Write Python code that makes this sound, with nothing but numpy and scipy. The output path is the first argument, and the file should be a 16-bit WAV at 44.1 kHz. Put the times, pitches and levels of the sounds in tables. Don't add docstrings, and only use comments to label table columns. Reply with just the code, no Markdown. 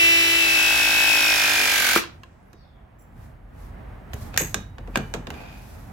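import sys
import numpy as np
from scipy import signal
from scipy.fft import rfft, irfft, next_fast_len
from scipy.io import wavfile
from scipy.ndimage import map_coordinates

SR = 44100
rng = np.random.default_rng(int(sys.argv[2]) if len(sys.argv) > 2 else 0)


def file_out(sig):
    cols = np.atleast_2d(sig).T
    lim = np.clip(cols, -1, 1)
    pcm = np.round(lim * 32767).astype(np.int16)
    wavfile.write(sys.argv[1], SR, pcm)


N = 261072
TIME = np.arange(N) / SR


def amp(db):
    return 10 ** (np.asarray(db) / 20)


def unit(x):
    return x / np.sqrt(np.mean(x ** 2) + 1e-20)


def along(points, hz):
    f, v = np.transpose(points)
    return np.interp(np.log(hz + 1), np.log(f + 1), v)


def curves(rows):
    s, *cols = np.transpose(rows)
    return [np.interp(TIME, s, c) for c in cols]


def wobble(rate):
    knots = rng.standard_normal(int(N * rate / SR) + 4)
    return map_coordinates(knots, [TIME * rate])


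def filtered(x, response):
    n = x.shape[-1]
    m = next_fast_len(n + SR // 2)
    return irfft(rfft(x, m) * response(np.fft.rfftfreq(m, 1 / SR)), m)[..., :n]


def coloured(x, spectrum):
    return unit(filtered(x, lambda hz: amp(along(spectrum, hz))))


def resonate(x, modes):
    def body(f):
        total = 0
        for k, (centre, width, db) in enumerate(modes):
            damping = 1j * f * width
            total = total + (-1) ** k * amp(db) * damping / (centre * centre - f * f + damping)
        return total
    return filtered(x, body)


def noise(width, size=N):
    mid, side = rng.standard_normal((2, size))
    return unit(np.array([mid + width * side, mid - width * side]))


def pan(side_db):
    return amp(np.array([[.5], [-.5]]) * side_db)


def fade(start, t60):
    return (TIME >= start) * np.exp(-np.log(1000) * np.maximum(TIME - start, 0) / t60)


def swell(middle, half):
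    return np.exp(-((TIME - middle) / half) ** 2)


def held(start, length, rise, t60):
    attack = np.maximum(start - TIME, 0) / rise
    release = np.maximum(TIME - start - length, 0) / t60
    return np.exp(-np.log(1000) * (attack + release))


def add(track, s, sound):
    part = track[:, round(s * SR):][:, :sound.shape[-1]]
    part += sound[..., :part.shape[-1]]


# (frequency [Hz], t60 [s])
WALLS = [(100, 0.38), (500, .35), (2500, 0.3), (6000, 0.27), (14000, 0.076)]


def room(x, wet_db):
    hz, t, z = signal.stft(rng.standard_normal((2, SR // 2)), SR, nperseg=256)
    decay = np.exp(-np.log(1000) * t / along(WALLS, hz)[:, None])
    tail = signal.istft(z * decay, SR, nperseg=256)[1]
    tail = np.pad(tail / np.linalg.norm(tail[0]), ((0, 0), (SR // 300, 0)))
    return x + amp(wet_db) * signal.fftconvolve(x, tail, axes=1)[:, :N]


# (frequency [Hz], width [Hz], level [dB])
DRONE = [(44, 5.7, 0)]


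def drone():
    level_db = np.interp(TIME, [2.8, 3.6], [-55, -45])
    return amp(level_db) * unit(resonate(resonate(noise(width=0.17), DRONE), DRONE))


# (frequency [Hz], relative level [dB])
RUMBLE = [(20, -18.5), (33, -12), (48, 3), (65, 7), (105, 3.5), (150, -2.5), (250, -8), (500, -48)]
# (frequency [Hz], relative level [dB])
RUSTLE = [(100, -16), (200, -7.5), (300, -5.5), (460, -9.5), (750, -7), (1200, -13.5), (1900, -16.5),
          (3000, -28), (6000, -46.5), (12000, -65.5)]
# (frequency [Hz], relative level [dB])
RUB = [(1500, -21), (3500, 1.5), (6000, 1), (9500, -2.5), (12000, 3), (16000, -6)]
# (frequency [Hz], relative level [dB])
SQUEAK = [(5800, -4), (7500, 2), (11000, 0), (12000, -3), (14000, -6.5), (15400, 1)]
# (middle time [s], palm half length [s], rumble level [dB], sleeve level [dB], palm level [dB])
HAND_MOVES = [(2.119, 0.071, -47, -62, -73), (3.237, 0.063, -41.5, -53.5, -63.5),
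              (3.637, 0.084, -44.5, -52.5, -62), (3.899, 0.13, -42.5, -48, -76),
              (4.23, 0.079, -36.5, -45, -51.5), (4.484, 0.12, -38.5, -51, -54),
              (5.049, 0.15, -40, -49, -61), (5.37, 0.07, -44, -45.5, -58), (5.69, 0.24, -43, -49.5, -55.5),
              (5.92, 0.048, -41, -49.5, -68)]
ARM_LINGER = 2.11
REST_RUMBLE_DB, REST_RUSTLE_DB, REST_HISS_DB = -51.5, -56.5, -89


def handling():
    rumbling, rustling, sliding = amp(REST_RUMBLE_DB), amp(REST_RUSTLE_DB), amp(REST_HISS_DB)
    for s, half, rumble_db, sleeve_db, palm_db in HAND_MOVES:
        arm = swell(s, ARM_LINGER * half)
        rumbling = np.hypot(rumbling, amp(rumble_db) * arm)
        rustling = np.hypot(rustling, amp(sleeve_db) * arm)
        sliding = np.hypot(sliding, amp(palm_db) * swell(s, half))
    rumble = rumbling * coloured(noise(width=0.11), RUMBLE)
    rustle = rustling * amp(0.83 * wobble(14)) * coloured(noise(width=0.85), RUSTLE)
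    rub = sliding * amp(1.2 * wobble(53)) * coloured(noise(width=1.0), RUB)
    squeak_modes = [(hz, 130, db) for hz, db in SQUEAK]
    squeak = unit(resonate(noise(width=0.93), squeak_modes))
    squeak = amp(-63.0) * squeak * held(2.99, length=0.033, rise=.015, t60=.3)
    return (rumble + rustle + rub + squeak) * pan(-1.7)


# (middle time [s], half length [s],
# level [dB], pitch at the middle [Hz], glide [octaves/s], flutter rate [knots/s])
WHISTLES = [(2.3, .2, -75.5, 6500, -1.2, 5500), (2.46, .06, -80.5, 10500, -1.0, 300),
            (2.48, .03, -75, 11900, -1.8, 300), (2.62, .035, -66, 4500, -1.5, 400),
            (2.63, 0.1, -70, 4800, -1.5, 1990), (2.698, 0.14, -70.5, 3510, -0.5, 450)]


def oil_return():
    out = np.zeros((2, N))
    for s, half, db, hz, glide, flutter_rate in WHISTLES:
        pitch = hz * 2 ** (glide * (TIME - s))
        tone = np.sin(2 * np.pi * np.cumsum(pitch) / SR)
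        whistle = tone * np.array([wobble(flutter_rate), wobble(flutter_rate)])
        out += amp(db) * swell(s, half) * unit(whistle)
    return out


# (frequency [Hz], width [Hz], level [dB])
COPPER = [(748, 220, -2), (1597, 230, -4.5), (2466, 150, 2), (3740, 580, -13.5), (4600, 550, -14),
          (7200, 900, -26)]
# (start time [s], length [s], level [dB], t60 [s])
SCRAPES = [(4.34, 0.03, -42.5, .03), (4.953, .005, -40, .03), (5.336, 0.17, -47, 0.97)]
SCRAPE_RISE_S = 0.058


def scrape():
    grit = noise(width=0.99) * amp(1.6 * wobble(250))
    pressure = sum(amp(db) * held(s, length, SCRAPE_RISE_S, t60) for s, length, db, t60 in SCRAPES)
    return pressure * unit(resonate(grit, COPPER))


# (time [s], blow strength [dB])
RAM_CLICKS = [(2.038, 9.5), (2.2344, -1.5), (2.238, -4)]
# (frequency [Hz], width [Hz], level [dB])
RAM = [(1038, 45, 2), (1640, 82, -3.5), (2700, 160, -6), (3260, 120, -9), (4100, 200, -15.5)]


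def ram():
    blows = np.zeros((2, N))
    for s, db in RAM_CLICKS:
        add(blows, s, amp([db]))
    return room(resonate(blows, RAM), wet_db=-10.5)


# (frequency [Hz], width [Hz], level [dB])
COIL = [(1840, 260, -9), (2600, 500, -9), (6530, 130, 3), (7900, 350, -6.5), (12800, 550, -7)]
SPRING_S, SPRING_DB, SPRING_HOLD_S, SPRING_T60_S = 4.383, -25, 0.028, 0.26


def spring():
    chatter = unit(resonate(noise(width=0.89), COIL))
    shape = held(SPRING_S, SPRING_HOLD_S, rise=.015, t60=SPRING_T60_S)
    return amp(SPRING_DB + 1.4 * wobble(380)) * chatter * shape


def burst(spectrum, width, t60):
    t = TIME[:SR // 2]
    return coloured(noise(width, size=len(t)), spectrum) * np.exp(-np.log(1000) * t / t60)


def struck(modes, scatter_db, detune):
    t = TIME[:SR // 2]
    out = 0
    for k, (hz, db, t60) in enumerate(modes):
        level_db = db + rng.normal(0, scatter_db) + rng.normal(0, 1, (2, 1))
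        pitch = hz * (1 + detune * rng.normal())
        out = out + amp(level_db - 60 * t / t60) * np.sin(2 * np.pi * pitch * t) * (-1) ** k
    return out


# (time [s], pipe thud [dB],
# clack [dB], jaw plate knock [dB], tick [dB], treble slope [dB/octave], left over right [dB],
# steel ring [dB], frequency around which the jaws ring [Hz])
KNOCKS = [(2.234, -56, -42, -56, -51, -7, -3, -68, 2400),
          (2.531, -49, -48.5, -51, -55.5, -3, -9, -74.5, 3800),
          (4.134, -39.5, -31.5, -37, -45, 1, -3, -69, 3800),
          (4.140, -51.5, -53, -55, -40.5, 6, -2, -71, 13000),
          (4.342, -39.5, -34.5, -40, -45, -6, -4, -74.5, 2400),
          (4.363, -42, -30, -40, -42, -4, -1.5, -75, 2410),
          (4.3754, -47, -16, -6.5, -13, 0.5, 0, -46, 7000),
          (4.400, -26.5, -30, -40, -23, -1, -1, -52, 6600),
          (4.5437, -31, -19, -16, -17, -8, -2.5, -49.5, 4170),
          (4.783, -41, -38.5, -51, -56, -9, -2.5, -74, 3000),
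          (4.875, -37.5, -46, -51, -59, -6, -3, -76, 3000),
          (4.957, -24, -16.5, -10.5, -28, -4, -2, -41.5, 2450),
          (4.973, -29, -24, -22, -29, -3, -5, -52, 6300),
          (5.139, -27.5, -23, -30, -31, -5.5, -4.5, -53, 8500),
          (5.148, -36, -30, -42, -40.5, -5, -3, -62, 3000), (5.27, -35, -30.5, -34, -45, -6, -2, -57, 2400),
          (5.304, -35.5, -30, -36, -46, 0, -5, -60, 2400), (5.341, -43.5, -44, -44, -54, -5, -6, -56, 2400)]
# (frequency [Hz], relative level [dB])
CLACK = [(200, -16), (700, -1), (1100, -5), (1650, -0.5), (2050, -9), (2500, -5.5), (3500, -11),
         (5000, -17), (9000, -31.5)]
# (frequency [Hz], relative level [dB])
TICK = [(1000, -31.5), (3500, -11), (5500, -5.5), (6700, 4.5), (7400, -5.5), (8200, 0), (9700, -14),
        (11500, -11.5), (13000, 2.5), (14200, -16.5), (16000, -16)]
# (frequency [Hz], level [dB], t60 [s])
PLATES = [(1608.7, -0.5, 0.027), (1835, -2.5, 0.017), (2394, -6.5, 0.022), (2810, -9, .018),
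          (3510, -6, .018), (4630, -8, 0.0084)]
# (frequency [Hz], level [dB], t60 [s])
STEEL = [(2366, -3, 0.66), (2966, -4, 0.8), (3811, 3.5, 0.46), (5932, -17, .7), (6200, -12, 0.49),
         (6460, -6.5, .35), (7300, -6.5, .45), (8040, -9, 0.43), (12490, -15, 0.2), (13720, -5.5, .16)]
# (frequency [Hz], level [dB], t60 [s])
PIPE = [(106.5, -7.5, .45), (148.1, -5, 0.42), (191, -1, 0.35), (226, -1.5, 0.28), (262, -3.5, 0.24),
        (333, -4, 0.14), (425, -3, .15), (501, -3, 0.14), (728, -6, 0.12), (1050, -11, 0.082)]
# (frequency [Hz], relative level [dB])
BRACKETS = [(60, -12.5), (190, 1), (450, 1), (700, -7.5), (1500, -14), (4000, -42)]
DULL_HZ = 6650


def knocks():
    cracks, thuds, t = np.zeros((2, N)), np.zeros((2, N)), TIME[:SR]
    for s, thud_db, clack_db, plate_db, tick_db, slope_db, side_db, ring_db, ring_hz in KNOCKS:
        crack = amp(clack_db + 2.5) * burst(CLACK, width=0.95, t60=0.027)
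        crack = crack + amp(tick_db + 3.0) * burst(TICK, width=1.0, t60=0.02)
        crack = crack + amp(plate_db - 6) * struck(PLATES, scatter_db=3.5, detune=.015)
        crack = filtered(crack, lambda hz: amp(slope_db * np.log2(np.maximum(hz / DULL_HZ, 1))))
        ring = 0
        for hz, db, t60 in STEEL:
            reach_db = -28 * abs(np.log2(hz / ring_hz))
            level_db = db + rng.normal(0, 1.5, (2, 1)) + reach_db
            ring = ring + amp(level_db - 60 * t / t60) * np.sin(2 * np.pi * (hz * t + rng.random()))
        thud = amp(thud_db - 5.5) * struck(PIPE, scatter_db=2.5, detune=0.041)
        thud = thud + amp(thud_db - 3.0) * burst(BRACKETS, width=.35, t60=.22)
        add(cracks, s, crack * pan(side_db))
        add(cracks, s, amp(ring_db + 1.5) * ring)
        add(thuds, s, thud)
    thuds = filtered(thuds, lambda hz: np.exp(-2j * np.pi * 0.22 * np.sqrt(hz)))
    return room(cracks, wet_db=-12.0) + thuds


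STOP = 1.962
# (frequency [Hz], width [Hz], level [dB])
VALVE = [(195, 80, -10), (340, 45, 0), (476, 90, -8), (1265, 190, -4), (1560, 70, -11)]


def valve():
    blow = np.zeros((2, N))
    add(blow, STOP - .001, amp([32]))
    rush = amp(1.5) * noise(width=.6) * fade(STOP, t60=0.054)
    trail = amp(-8) * noise(width=.6) * fade(STOP, t60=0.22)
    pop = resonate(blow + rush + trail, VALVE)
    spit = amp(-20.0) * noise(width=0.59) * fade(STOP, t60=0.029)
    return room(pop + spit, wet_db=-10.5)


def lobe(turns, centre, sharp):
    return np.exp(sharp * (np.cos(2 * np.pi * (turns - centre)) - 1))


def teeth(turns, width, count=300, size=8192):
    flaws = irfft(np.exp(2j * np.pi * rng.random((2, count))), size)
    mid, side = [np.interp(turns, np.arange(size) / size, f, period=1) for f in flaws]
    return unit(np.array([mid + width * side, mid - width * side]))


def tones(cycles, orders, levels):
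    out = 0
    for k, db in zip(orders, levels):
        level = amp(db + 1.3 * wobble(8)) * np.sqrt(2)
        phase = 2 * np.pi * (round(k) * cycles + rng.random()) + rng.normal(0, 0.57, (2, 1))
        out = out + level * np.sin(phase)
    return out


# (time [s], speed [strokes/s])
PUMP = [(0.0, 55.52), (0.35, 55.42), (0.46, 54.75), (0.58, 54.33), (0.7, 54.1), (0.8, 53.6), (0.88, 53.45),
        (0.99, 53.82), (1.06, 53.46), (1.18, 52.84), (1.42, 51.23), (1.65, 49.52), (1.78, 47.05),
        (1.9, 44.62), (1.97, 48)]
# (time [s], left over right [dB], left lead [rad], level change [dB])
WHINE_SIDE = [(.05, 0.5, -2.5, 1), (0.16, 0.5, -3, -1), (0.31, 5.5, -3.5, -3.5), (.43, 7.5, -2, -1),
              (0.6, 8, -1.5, -1.1), (.77, 8.5, 0.4, -1), (1.08, 10, 1.1, 0), (1.45, 3.5, -.7, 0)]
# (multiple of motor speed, level running free [dB], level under load [dB])
BUZZ = [(2, -41.5, -54), (5, -41.5, -49), (6, -30, -43), (7, -28.5, -42.5), (9, -26.8, -38.5),
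        (10, -37.5, -47), (11, -33, -39), (12, -39.5, -38.5), (15, -39, -48), (16, -37.5, -43),
        (17, -37.5, -41), (22, -46.5, -53.5), (23, -44.5, -46.5)]
# (multiple of pump rate, gripping [dB], squeezing [dB], crushing [dB])
GROWL = [(27, -46, -42.5, -39.5), (33, -47.5, -40, -27.5), (36, -37, -30, -35.5), (43, -39.5, -37.5, -45),
         (56, -39.5, -43, -43), (66, -37, -45.5, -45.5)]
# (multiple of pump rate, gripping [dB], squeezing [dB], crushing [dB])
SQUEAL = [(84, -47.5, -45.5, -50), (99.9, -30, -33, -49.5), (122, -47, -39.5, -44),
          (137.2, -38.5, -43.5, -34.5)]
# (frequency [Hz], relative level [dB])
HOUSING = [(30, -37), (110, -15.5), (220, -11), (450, -7), (750, -10.5), (1100, -7), (1600, 0), (2100, -1),
           (3600, -0.5), (5400, -5.5), (7000, -8.5), (9400, -12.5), (11300, -8), (13800, -13.5),
           (15500, -14)]
# (frequency [Hz], relative level [dB])
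FIZZ = [(4000, -29), (6800, -1.5), (9400, -12), (11000, 2), (13800, -5.5), (15500, -2.5)]
# (frequency [Hz], width [Hz], relative level [dB])
BLOCK = [(740, 210, -3), (1000, 150, -7), (1504, 120, 4), (1600, 130, 4)]
# (running free [dB], gripping [dB], crushing the copper [dB])
HUM_DB = (-36.5, -43.5, -51.5)
WHINE_DB = (-16.8, -20.5, -28.5)
RATTLE_DB = (-24, -22.5, -22)
KNOCK_DB = (-49.5, -31.5, -33.5)
FIZZ_DB = (-53.5, -40.5, -33)
GEAR_RATIO, MESH_ORDER = 6, 8
GRIP_SLOWING, SQUEEZE_SLOWING = 0.03, .08
SQUEAL_GLIDE, SQUEAL_ROUGH = 0.0084, .0036


def drive():
    speed, = curves(PUMP)
    turns = np.cumsum(speed) / SR
    slowing = 1 - speed / speed.max()

    def staged(levels):
        return np.interp(slowing, [0, GRIP_SLOWING, slowing.max()], levels)

    def pressed(levels):
        return np.interp(slowing, [GRIP_SLOWING, SQUEEZE_SLOWING, slowing.max()], levels)

    load = np.sqrt(slowing)
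    gripping = np.minimum(load / 0.25, 1)
    straining = slowing / slowing.max()
    pressing = lobe(turns, centre=0.64, sharp=2.0)

    stroke_swing = (0.00054 + .024 * load) * np.sin(2 * np.pi * (turns - .36))
    unsteadiness = (0.001 * load + .0012 * straining ** 2) * wobble(110)
    angle = turns + stroke_swing + unsteadiness
    motor = GEAR_RATIO * angle

    hum = amp(staged(HUM_DB)) * unit(np.sin(2 * np.pi * motor)) * pan(5.5)
    throb = np.sin(2 * np.pi * turns) + (.5 + straining) * np.sin(4 * np.pi * turns)
    throb = amp(-42.5 - 14 * straining) * unit(throb)

    side_db, lead, sway_db = curves(WHINE_SIDE)
    mesh_phase = 2 * np.pi * MESH_ORDER * motor + np.array([lead, -lead]) / 2
    mesh = unit(np.sin(mesh_phase)) * pan(side_db)
    waver_db = .5 * wobble(16) + 4.6 * load * wobble(300)
    stroke_dip_db = 23 * load * (lobe(turns, centre=.85, sharp=0.94) - 0.25)
    whine = amp(staged(WHINE_DB) + sway_db + waver_db - stroke_dip_db) * mesh

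    buzz_levels = [free + (loaded - free) * gripping for _, free, loaded in BUZZ]
    buzz = tones(motor, [k for k, *_ in BUZZ], buzz_levels)
    buzz_swing_db = (10 * gripping + 6 * load) * (pressing - .5) - 4.6 * straining - 1.7
    buzz = buzz * amp(buzz_swing_db) * pan(-4.5 - 5 * gripping)

    growl_turns = turns + 0.006 * np.sin(2 * np.pi * (turns - .52)) + .0025 * load * wobble(120)
    growl = tones(growl_turns, [k for k, *_ in GROWL], [pressed(levels) for _, *levels in GROWL])
    growl = gripping ** 2 * growl * unit(lobe(turns, centre=0.76, sharp=0.76)) * pan(-2.5)

    chance = 0.8 + .4 * load
    grind = (teeth(angle, width=0.96) + chance * noise(width=.8)) / np.hypot(1, chance)
    rattle_swing_db = 10 * load * (pressing - 0.53) + 5.9 * (lobe(motor, centre=.5, sharp=1.5) - 0.38)
    rattle = amp(staged(RATTLE_DB)) * coloured(grind, HOUSING) * amp(rattle_swing_db) * pan(-2.1)

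    surge = amp((1.5 + 20 * load) * (pressing - 0.1))
    fizz = amp(staged(FIZZ_DB)) * coloured(noise(width=0.77), FIZZ) * surge * pan(2.5)

    roughness = SQUEAL_ROUGH * (load + .5 * straining) * wobble(330)
    chirp = turns + SQUEAL_GLIDE * np.sin(2 * np.pi * (turns - .58)) + roughness
    squeal = tones(chirp, [k for k, *_ in SQUEAL], [pressed(levels) for _, *levels in SQUEAL])
    squeal_shape = unit(lobe(turns, centre=.66, sharp=2.1) * amp(.8 * wobble(50)))
    squeal = gripping ** 2 * squeal * squeal_shape * pan(-2.1)

    strokes = np.diff(np.floor(turns - .9), prepend=-1) * amp(.9 * wobble(50))
    blows = unit(strokes) + 0.16 * unit(noise(width=0.39) * lobe(turns, centre=.9, sharp=9))
    knock = amp(staged(KNOCK_DB)) * unit(resonate(blows, BLOCK))

    click = amp(-33.0 + 30 * load) * coloured(noise(width=0.59), HOUSING)
    click = click * lobe(turns, centre=.94, sharp=26)

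    driven = np.maximum(TIME < STOP + .02, fade(STOP + .02, t60=0.065))
    coasting = np.maximum(TIME < STOP + .018, fade(STOP + .015, t60=.15))
    tonal = driven * (hum + throb + whine + buzz + growl + squeal + knock)
    noisy = coasting * (rattle + fizz + click)
    return room(tonal, wet_db=-13.5) + room(noisy, wet_db=-8.0)


def scene():
    background = drone() + handling()
    release = oil_return() + scrape() + ram() + spring() + knocks()
    return background + release + valve() + drive()


TOP_HZ = 16150


def record(dry):
    return filtered(dry, lambda hz: np.clip((TOP_HZ - hz) / 400 + .5, 0, 1))


dry = scene()
out = record(dry)
file_out(out)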